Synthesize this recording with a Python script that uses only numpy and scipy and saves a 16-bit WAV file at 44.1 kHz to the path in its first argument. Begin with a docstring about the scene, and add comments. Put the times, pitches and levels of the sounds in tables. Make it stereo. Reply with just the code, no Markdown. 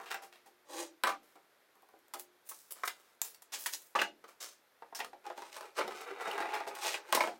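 """Woody knocks and a short scrape, then the clicks and rattle of a steel tape running back into its case.
A wooden tabletop is handled on a workbench, then laid on a table saw, where it knocks, scrapes over the
metal in small slips and clatters against the edge. Each blow rings the board's modes; each scrape is a
stream of tiny catches with crackling dust. The workshop is small and dry, with a faint hush behind it."""
import sys
import numpy as np
from scipy import signal
from scipy.fft import rfft, irfft
from scipy.io import wavfile
from scipy.ndimage import uniform_filter1d

SR = 44100
rng = np.random.default_rng(int(sys.argv[2]) if len(sys.argv) > 2 else 0)


def to_wav(sig):
    """Store sig (one row per channel, or 1-D mono) as 16-bit WAV at the path in sys.argv[1].

    Samples outside -1..1 are clipped; the rate is SR.
    """
    pcm = np.clip(np.atleast_2d(sig), -1, 1) * 32767
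    pcm = np.round(pcm).astype(np.int16)
    wavfile.write(sys.argv[1], SR, pcm.T)  # frames by channels


N = 326064
HZ = np.fft.rfftfreq(4096, 1 / SR)  # frequency grid of every EQ curve
T = np.arange(int(.4 * SR)) / SR  # time axis of one hit, in seconds

# Hits of board and hands on the bench, then of the board on the saw. Each row: start in seconds,
# contact time in seconds, favoured pitch in Hz, strength in dB, treble tilt in dB per octave.
BENCH_KNOCKS = [(.001, 0.00052, 980, -13.5, -7.5), (.144, 0.00089, 1490, -6, -4),
                (.219, 0.021, 810, -17.5, -2), (.457, 0.015, 790, -29, -1),
                (1.037, 0.00035, 1400, 7.5, -4.5), (1.07, 0.0051, 1210, 4.5, -5.5),
                (1.088, 0.0097, 1230, -2.5, -4.5), (1.355, 0.0033, 930, -26.5, -4.5),
                (1.757, .0025, 1120, -35, -12), (1.822, 0.0032, 1090, -32.5, -8),
                (1.888, 0.001, 1070, -33.5, -8), (1.936, 0.0019, 333, -24.5, -18),
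                (2.141, 0.011, 650, -14.5, -5.5)]
SAW_KNOCKS = [(3.951, .013, 1180, 7.5, -7), (3.986, 0.018, 2750, 7, -7), (4.015, 0.004, 1600, 5.5, -4),
              (4.24, 0.0036, 1140, -20, -4), (4.822, 0.00043, 930, -16, -9.5),
              (4.924, 0.0045, 1010, -18.5, -10.5), (5.002, 0.0024, 2180, -3.5, -4.5),
              (5.131, 0.0021, 755, -19, -7.5), (5.264, 0.0025, 820, -13.5, -4),
              (5.301, 0.0009, 624, -7, -9), (5.376, 0.0022, 890, -13, -4), (5.421, 0.00032, 950, -14, -4),
              (5.787, 0.0052, 590, 0.5, -5.5), (5.808, 0.0023, 970, 0, -18), (5.84, 0.0034, 370, -14, -16),
              (5.878, 0.0014, 790, -8, -4), (6.108, 0.0027, 394, -10.5, -7), (6.206, 0.012, 950, -8, -4.5),
              (6.272, 0.0072, 573, -1, -7.5), (6.379, 0.00082, 900, -5, -5.5),
              (6.402, 0.0077, 390, -1.5, -6.5), (6.603, 0.0024, 900, -8, -6), (6.667, 0.01, 417, -4, -10),
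              (6.942, 0.00044, 2460, -2.5, -4), (7.126, 0.00015, 1080, 5.5, -1.5),
              (7.147, 0.006, 525, 4, 0), (7.171, 0.0011, 820, 6.5, -13), (7.207, .0016, 935, 6.5, -5.5),
              (7.237, .0005, 634, 0.5, -7), (7.274, 0.00073, 720, -1.5, -6.5)]
# Sharp clicks of tape, case and pen, and ticks of the board catching on the saw. Each row: as above.
CLICKS = [(1.755, .0005, 14000, -44, -1.5), (1.822, .0005, 14000, -45, 0), (1.888, 0.00042, 14000, -46, -1),
          (1.989, 0.0022, 14000, -43, -1.5), (2.083, .00015, 13975, -34, -3.5),
          (2.137, 0.005, 1360, -8.5, -1.5), (2.49, 0.0098, 10200, -20.5, 0.76),
          (2.513, 0.0084, 1220, -16.5, -2.2), (2.722, 0.00086, 13000, -18.5, -0.2),
          (2.835, 0.0035, 1500, 5, -9), (2.876, 0.0045, 2090, 1, -3), (3.217, 0.00025, 7200, -6.5, -0.24),
          (3.345, 0.0036, 4350, -31, 0.8), (3.421, 0.0039, 900, -29, 1.5), (3.66, 0.0067, 1980, -1, -1),
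          (4.949, 0.015, 5370, -7, -3), (4.99, 0.0062, 690, -7.5, -3.5), (5.046, 0.0019, 510, -4.5, -5.5),
          (5.566, 0.0023, 850, -10, -4), (5.609, 0.0021, 573, -9, -5.5), (6.012, .002, 880, -17, -2.5),
          (6.314, .001, 2930, -10.5, -4), (6.538, 0.0093, 2170, -1, -6), (6.552, 0.0013, 2300, -11.5, -4.5),
          (6.751, 0.0045, 2620, -20.5, 0)]
# Rubs of tape blade and hands. Each row: start, swell and fade in seconds, favoured pitch in Hz,
# strength in dB, treble tilt in dB per octave.
RUBS = [(.004, 0.0067, .03, 1100, -18.5, -3.5), (.055, 0.0053, 0.026, 2050, -14, -4.5),
        (.101, 0.0085, .018, 1740, -4, -3.5), (0.321, .0034, 0.036, 2370, -24.5, -2.5),
        (1.225, .01, 0.074, 14000, -29.5, -3), (2.184, 0.018, 0.0046, 13000, -23, 1),
        (2.441, .038, .01, 12000, -36.5, 1.4), (2.529, 0.0081, 0.081, 8000, -35, 3),
        (2.705, 0.01, 0.0025, 13000, -24.5, 1.3), (2.755, .006, 0.15, 1000, -23, 0.5),
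        (2.848, 0.0067, 0.01, 9400, -22.5, 1.2), (3.234, 0.017, 0.031, 10400, -20.5, 0.3),
        (3.519, 0.02, 0.018, 4420, -9, -0.46), (3.579, 0.017, 0.092, 10000, -18, 1.1),
        (3.722, 0.018, 0.0064, 5040, -15, 1.5), (4.275, 0.0073, 0.024, 1100, -26, -1),
        (4.401, 0.0067, 0.041, 6300, -11, -1.5)]
# A corner catching. Each row: start in seconds, pitch in Hz, level in dB, T60 in seconds.
SQUEAKS = [(4.014, 2870, -38, 0.15), (6.3118, 2930, -23.5, 0.0086), (7.2057, 2220, -15, 0.017)]
# Low thuds under a few knocks. Each row: start in seconds, level in dB.
THUMPS = [(1.037, -30.5), (4.017, -31), (5.845, -29.5), (7.127, -33)]
# The board's ring on each surface. Each row: pitch in Hz, relative level in dB, T60 in seconds.
BENCH_MODES = [(358, -7.5, 0.68), (685, -5, 0.13), (793, 9, 0.14), (994, 4.5, 0.12), (1160, 4, 0.067),
               (1250, -16, 0.14), (1550, 6.5, 0.062), (1780, -22, .18), (2740, -3, 0.093)]
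SAW_MODES = [(368, -10.5, 0.2), (530, -7, 0.13), (686.3, -6.5, 0.18), (825.6, 2, 0.11), (908, -3.5, 0.15),
             (1160, -6, 0.073), (1495, -2, 0.057), (1993, 7, 0.043), (3070, -11, .1), (3790, -9, 0.12),
             (5603, -6, 0.047)]
# Fader moves for the board turning on the bench and dragging over the saw.
# Each row: time in seconds, friction in dB, grit in dB.
BENCH_SLIDE = [(0.64, -83, -89), (0.706, -50.5, -56.5), (0.8, -41.5, -44), (0.832, -43, -48.5),
               (0.88, -71, -65), (0.94, -91, -108)]
SAW_SLIDE = [(5.738, -74, -74), (5.786, -33, -40), (5.81, -28.5, -51), (5.828, -46.5, -59.5),
             (5.94, -49.5, -59), (5.966, -45, -51.5), (6.15, -47.5, -66), (6.288, -40, -53),
             (6.512, -40.5, -58.5), (6.558, -37.5, -53), (6.65, -50, -69), (6.684, -52, -47),
             (6.716, -51, -69), (6.808, -50.5, -49.5), (6.86, -32.5, -34), (6.952, -46, -44.5),
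             (7.014, -60, -78), (7.11, -52, -56)]
# Short skids on the saw. Each row: start in seconds, hold in seconds, friction in dB, grit in dB.
SHOVES = [(5.247, 0.046, -53.5, -65), (5.365, 0.12, -57.5, -61.5), (5.531, 0.01, -47.5, -49),
          (5.569, 0.087, -53.5, -63), (6.205, 0.022, -46, -56), (6.382, .04, -46, -55),
          (7.128, 0.12, -41.5, -46.5)]
# Centres of the five-band EQ that voices hits and rubs, in Hz.
BAND_HZ = (450, 1100, 2700, 6200, 12000)
# Tone of each family of sounds. Each row: frequency in Hz, relative level in dB.
BENCH_TONE = [(450, -3.5), (1100, 0.5), (2700, -1.5), (6200, -1), (12000, -2)]
SAW_TONE = [(450, -0.5), (1100, 0.5), (2700, -0.4), (6200, -0.5), (12000, -5.7)]
CLICK_TONE = [(450, -12.5), (1100, -0.5), (2700, -5.5), (6200, 0), (12000, -0.5)]
RUB_TONE = [(450, -5.5), (1100, 2.5), (2700, 0.7), (6200, 1), (12000, -1.7)]
BENCH_SCRAPE_TONE = [(120, -68), (200, -50), (315, 4.5), (399, -16), (488, -7), (742, 8), (812, 3),
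                     (1170, -1), (3420, -15.5), (8050, -21.5), (15500, -34.5)]
SAW_SCRAPE_TONE = [(120, -65), (200, -33), (321, -11.5), (378, -7), (479, -1.5), (742, -4), (827, 2),
                   (1050, -3.5), (1230, -4), (1560, -6), (2600, -9), (2900, -12.5), (6470, -19),
                   (15500, -34)]
AIR_TONE = [(15, -87), (25, -27), (141, -14), (451, -1), (1230, -4), (1370, -2), (2160, -6), (3080, -12),
            (3340, -9.5), (7920, -19), (14000, -15.5), (16000, -27)]
# Knocks, clicks and rubs have little bass. Each row: frequency in Hz, gain in dB.
BASS_ROLLOFF = [(20, -27.5), (100, -34), (150, -23), (210, -15.5), (270, -7.5), (350, 1.5), (480, 1.5),
                (16000, 0)]
# The workshop's decay. Each row: frequency in Hz, T60 in seconds.
ROOM_T60 = [(100, 0.68), (350, 0.36), (1000, 0.16), (3000, 0.22), (7000, 0.21), (15000, 0.16)]
# Stereo width of the echoes and of the hush. 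Each row: frequency in Hz, side against mid in dB.
ECHO_WIDTH = [(100, -2), (400, -14.5), (2200, -4), (10000, -5.5)]
AIR_WIDTH = [(60, -10), (240, 8.5), (950, 9.5), (3770, 4), (15000, -4.5)]
# Stereo balance. Each row: frequency in Hz, left against right in dB.
PAN = [(250, 2.5), (550, -0.4), (1100, -0.7), (2100, -2.5), (4200, -1.1), (12000, -0.5)]


def knocks(rows, tone, modes, ring_db, body_db, body_t60, body_hz, lift_db, gain_db):
    """A blow sets off the board's dense, damped body and its clear modes."""
    out = np.zeros(N)
    for start, contact, hz, db, tilt_db in rows:
        dense = rng.standard_normal(len(T)) * amp(-60 * T / body_t60)
        dense = unit(signal.sosfilt(signal.butter(2, body_hz, fs=SR, output="sos"), dense))
        clear = amp(ring_db + 0.12 * min(db, 0)) * ring(modes)  # light touches ring less
        attack = 1 - np.exp(-2 * T / max(contact, 1 / SR))
        knock = contact_force(contact, crack=0.81) + (amp(body_db) * dense + clear) * attack
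        add(out, start, voice(favour(knock, hz, lift_db), hz, db, tilt_db, tone))
    return amp(gain_db) * out


def ring(modes):
    """The board's clear modes; each blow excites them a little differently."""
    partials = np.zeros(len(T))
    for hz, db, t60 in modes:
        decay = amp(db + rng.normal(0, 1.3) - 60 * T / t60)
        partials += decay * np.sin(2 * np.pi * (hz * T + rng.random()))
    return unit(partials)


def contact_force(contact, crack, soft_s=0.0022):
    """A brief contact is one crack; a longer one starts softly and chatters."""
    attack = 1 - np.exp(-2 * (T + 1 / SR) / contact)
    force = unit(grains(len(T), per_s=22000, spread_db=1.5) * attack * np.exp(-T / contact))
    force[0] += crack * np.exp(-contact / soft_s)
    return force


def favour(x, hz, lift_db, octaves=0.12):
    """A narrow peak: where a blow lands decides which resonances speak most."""
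    return colour(x, lift_db / (1 + (np.log2((HZ + 1) / hz) / octaves) ** 2))


def voice(x, favoured_hz, level_db, tilt_db, tone, pivot_hz=1100, hump_db=9, hump_octaves=0.87):
    """EQs a contact to its family's tone, tilted by hardness, with a broad hump at its favoured pitch."""
    centres = np.array(BAND_HZ)
    power, hz = abs(rfft(x)) ** 2, np.fft.rfftfreq(len(x), 1 / SR)
    own_db = [10 * np.log10(power[abs(np.log((hz + 1) / f)) < np.log(1.5)].mean()) for f in centres]
    strength_db = level_db * np.where(centres < pivot_hz, 0.66, 1)  # harder blows sound brighter
    hardness_db = tilt_db * np.maximum(np.log2(centres / pivot_hz), 0)
    place_db = hump_db * np.exp(-(np.log2(centres / favoured_hz) / hump_octaves) ** 2)
    gains_db = curve(tone, centres) + strength_db + hardness_db + place_db - own_db
    return colour(x, curve(np.c_[centres, gains_db]) + curve(BASS_ROLLOFF))


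def scrape(levels, tone, modes, slips_per_s, spread_db, ring_db, catch_db, crackle_db,
           friction_db, judder_db, grit_db):
    """Three spots under the board catch and slip, each with its own woody colour; dust crackles."""
    friction, grit = levels
    judder = friction + np.minimum(0.97 * (friction - grit), 9)  # dies as grit takes over
    drive = np.zeros(N)
    for _ in range(3):
        slips = grains(N, slips_per_s, spread_db) * wobble(per_s=45, depth_db=catch_db)
        spot = unit(rng.standard_normal(len(T)) * np.exp(-T / 0.0027))
        drive += signal.oaconvolve(slips, spot + amp(ring_db) * ring(modes))[:N]
    wood = colour(drive, curve(tone))
    specks = grains(N, per_s=920, spread_db=0.97)
    dust = colour(unit(drive) + amp(crackle_db) * specks, curve(tone))
    return (amp(friction + friction_db) * band(wood, 502, 4100)
            + amp(judder + judder_db) * band(wood * wobble(per_s=24, depth_db=1.1), 348, 594)
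            + amp(grit + grit_db) * band(dust, 2780, 19600))


def slide(rows):
    """Friction and grit envelopes of a long slide in dB, silent outside its span."""
    times, *levels = np.transpose(rows)
    return np.array([np.interp(np.arange(N) / SR, times, db, left=-120, right=-120) for db in levels])


def shove(start, hold, friction_db, grit_db, rise_db_per_s=1202, fall_db_per_s=212):
    """Friction and grit envelopes of a shove in dB: it breaks loose quickly, holds and runs out."""
    t = np.arange(N) / SR - start
    shape_db = rise_db_per_s * np.minimum(t, 0) - fall_db_per_s * np.maximum(t - hold, 0)
    return np.array([friction_db + shape_db, grit_db + shape_db])


def clicks(gain_db=-2, tail_db=-7, tail_t60=0.011):
    """Sharp clicks of tape, case and pen, and ticks of the board catching on the saw; all die fast."""
    out = np.zeros(N)
    for start, contact, hz, db, tilt_db in CLICKS:
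        tail = unit(rng.standard_normal(len(T)) * amp(-60 * T / tail_t60))
        click = contact_force(contact, crack=0.13) + amp(tail_db) * tail
        add(out, start, voice(favour(click, hz, lift_db=6.5), hz, db, tilt_db, CLICK_TONE))
    return amp(gain_db) * out


def rubs(gain_db=-2, rattle_db=-5):
    """Tape blade and hands rub: fine friction grains and loose ticks swell and stop."""
    out = np.zeros(N)
    for start, swell, fade, hz, db, tilt_db in RUBS:
        release = np.exp(-(np.maximum(T - swell, 0) / fade) ** np.sqrt(2) / 2)
        stroke = np.minimum(T / swell, 1) * release
        friction = grains(len(T), per_s=12000, spread_db=4.2)
        rattle = amp(rattle_db) * grains(len(T), per_s=110, spread_db=0.33)
        add(out, start, voice((friction + rattle) * stroke, hz, db, tilt_db, RUB_TONE))
    return amp(gain_db) * out


def squeaks(attack_s=0.0016):
    """A sticking corner gives a short, pure tone."""
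    out = np.zeros(N)
    for start, hz, db, t60 in SQUEAKS:
        envelope = amp(db - 60 * T / t60) * np.minimum(T / attack_s, 1)
        add(out, start, envelope * np.sin(2 * np.pi * hz * T))
    return out


def thumps(hz=220, t60=0.06):
    """A short, low thud under a few knocks: one quickly damped mode of the stand."""
    out = np.zeros(N)
    mode = unit(np.sin(2 * np.pi * hz * T) * amp(-60 * T / t60) * (1 - np.exp(-T * hz)))
    for start, db in THUMPS:
        add(out, start, amp(db) * mode)
    return out


def workshop(x, cycle_hz=0.6445):
    """Three echo patterns crossfade as board and hands move; the direct sound is the same in both ears."""
    turn = 2 * np.pi * cycle_hz * np.arange(N) / SR
    fades = [np.cos(turn + k * np.pi / 3) * np.sqrt(2 / 3) for k in range(3)]
    mid, side = sum(signal.oaconvolve((x * fade)[None], reflections(), axes=1)[:, :N] for fade in fades)
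    return np.array([x + mid + side, x + mid - side])


def reflections(tail_db=-4.5, early_db=-9, build_s=0.0023):
    """Mid and side echoes of one spot: near surfaces first, then a short tail."""
    hz, t, noise = signal.stft(rng.standard_normal((2, len(T))), SR, nperseg=256)
    decay = amp(-60 * t / curve(ROOM_T60, hz)[:, None])
    tail = signal.istft(noise * decay, SR, nperseg=256)[1][:, :len(T)]
    tail = unit(tail * (1 - np.exp(-(T / build_s) ** 2)))
    early = unit(rng.standard_normal((2, len(T))) * (T > .001) * np.exp(-T / 0.0011))
    mid, side = amp(tail_db) * tail + amp(early_db) * early
    return np.array([mid, colour(side, curve(ECHO_WIDTH))])


def air(mid_db=-70):
    """A wide, steady bed of room and microphone hush."""
    mid, side = (unit(colour(rng.standard_normal(N), curve(AIR_TONE))) * np.sqrt(N) for _ in range(2))
    side = colour(side, curve(AIR_WIDTH))
    return amp(mid_db) * np.array([mid + side, mid - side])


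def suppress(x, depth_db=4.5, margin_db=6, knee_db=7, forget_db_per_s=175):
    """A noise suppressor ducks each band once it falls well below its recent peak."""
    _, t, spectra = signal.stft(x, SR, nperseg=512)
    power = uniform_filter1d((abs(spectra) ** 2).mean(0), size=17, axis=0)
    power = uniform_filter1d(power, size=3, axis=1)
    now_db = 10 * np.log10(abs(power) + 1e-20)
    recent_db = np.maximum.accumulate(now_db + forget_db_per_s * t, axis=1) - forget_db_per_s * t
    cut_db = depth_db * np.clip((recent_db - now_db - margin_db) / knee_db, 0, 1)
    return signal.istft(spectra * amp(-cut_db), SR, nperseg=512)[1][:, :N]


def grains(samples, per_s, spread_db):
    """Tiny slips of random sign, a few of them large."""
    sizes = amp(spread_db * np.minimum(rng.exponential(1, samples), 3.5))
    return unit(rng.standard_normal(samples) * sizes * (rng.random(samples) < per_s / SR))


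def wobble(per_s, depth_db):
    """A gain that wavers at random around 1."""
    points = rng.standard_normal(N // 100)
    drift = np.interp(np.arange(N) / SR * per_s, np.arange(len(points)), points)
    return amp(depth_db * np.clip(drift, -1.5, 1.5))


def colour(x, gain_db):
    """Minimum-phase EQ with its gains on the HZ grid."""
    log_gain = np.log(amp(np.maximum(gain_db, -100)))
    mirrored = np.concatenate([log_gain, log_gain[-2:0:-1]])
    taps = irfft(np.exp(np.conj(signal.hilbert(mirrored)))[:len(HZ)])
    return signal.oaconvolve(x, taps)[:len(x)]


def band(x, lo_hz, hi_hz):
    """One band of x, at rms 1."""
    sos = signal.butter(2, [lo_hz, hi_hz], "band", fs=SR, output="sos")
    return unit(signal.sosfilt(sos, x)) * np.sqrt(len(x))


def curve(points, hz=HZ):
    """Joins breakpoints on a log-frequency axis."""
    point_hz, values = np.transpose(points)
    return np.interp(np.log(hz + 1), np.log(point_hz + 1), values)


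def amp(db):
    """Decibels to gain."""
    return 10 ** (np.asarray(db) / 20)


def unit(x):
    """Scales to energy 1."""
    return x / np.sqrt(np.sum(x ** 2, axis=-1, keepdims=True) + 1e-20)


def add(mix, start, sound):
    """Mixes a sound in at a start time in seconds."""
    part = mix[round(start * SR):][:len(sound)]
    part += sound[:len(part)]


def scene():
    """Board and tape in the workshop; the highs lean a little right, the lows left."""
    saw_levels = np.max([slide(SAW_SLIDE)] + [shove(*row) for row in SHOVES], axis=0)
    board = knocks(BENCH_KNOCKS, BENCH_TONE, BENCH_MODES, ring_db=-4, body_db=-2,
                   body_t60=0.13, body_hz=2020, lift_db=4.5, gain_db=-1)
    board += knocks(SAW_KNOCKS, SAW_TONE, SAW_MODES, ring_db=-1.5, body_db=4.5,
                    body_t60=0.061, body_hz=2800, lift_db=9, gain_db=-2)
    board += scrape(slide(BENCH_SLIDE), BENCH_SCRAPE_TONE, BENCH_MODES, slips_per_s=4000, spread_db=6.5,
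                    ring_db=-19.5, catch_db=-1.5, crackle_db=-10,
                    friction_db=-0.5, judder_db=-6, grit_db=1.5)
    board += scrape(saw_levels, SAW_SCRAPE_TONE, SAW_MODES, slips_per_s=1300, spread_db=4.5,
                    ring_db=-17.5, catch_db=5.5, crackle_db=-1.5,
                    friction_db=0, judder_db=-17, grit_db=1)
    left, right = workshop(board + clicks() + rubs() + squeaks() + thumps())
    pan_db = curve(PAN) / 2
    return np.array([colour(left, pan_db), colour(right, -pan_db)]) + air()


def record(dry):
    """Noise suppression tightens the tails; a steep low-pass trims the very top."""
    lowpass = signal.firwin(511, 16200, window=("kaiser", 9), fs=SR)
    return signal.oaconvolve(suppress(dry), lowpass[None], "same")


dry = scene()
out = record(dry)
to_wav(out)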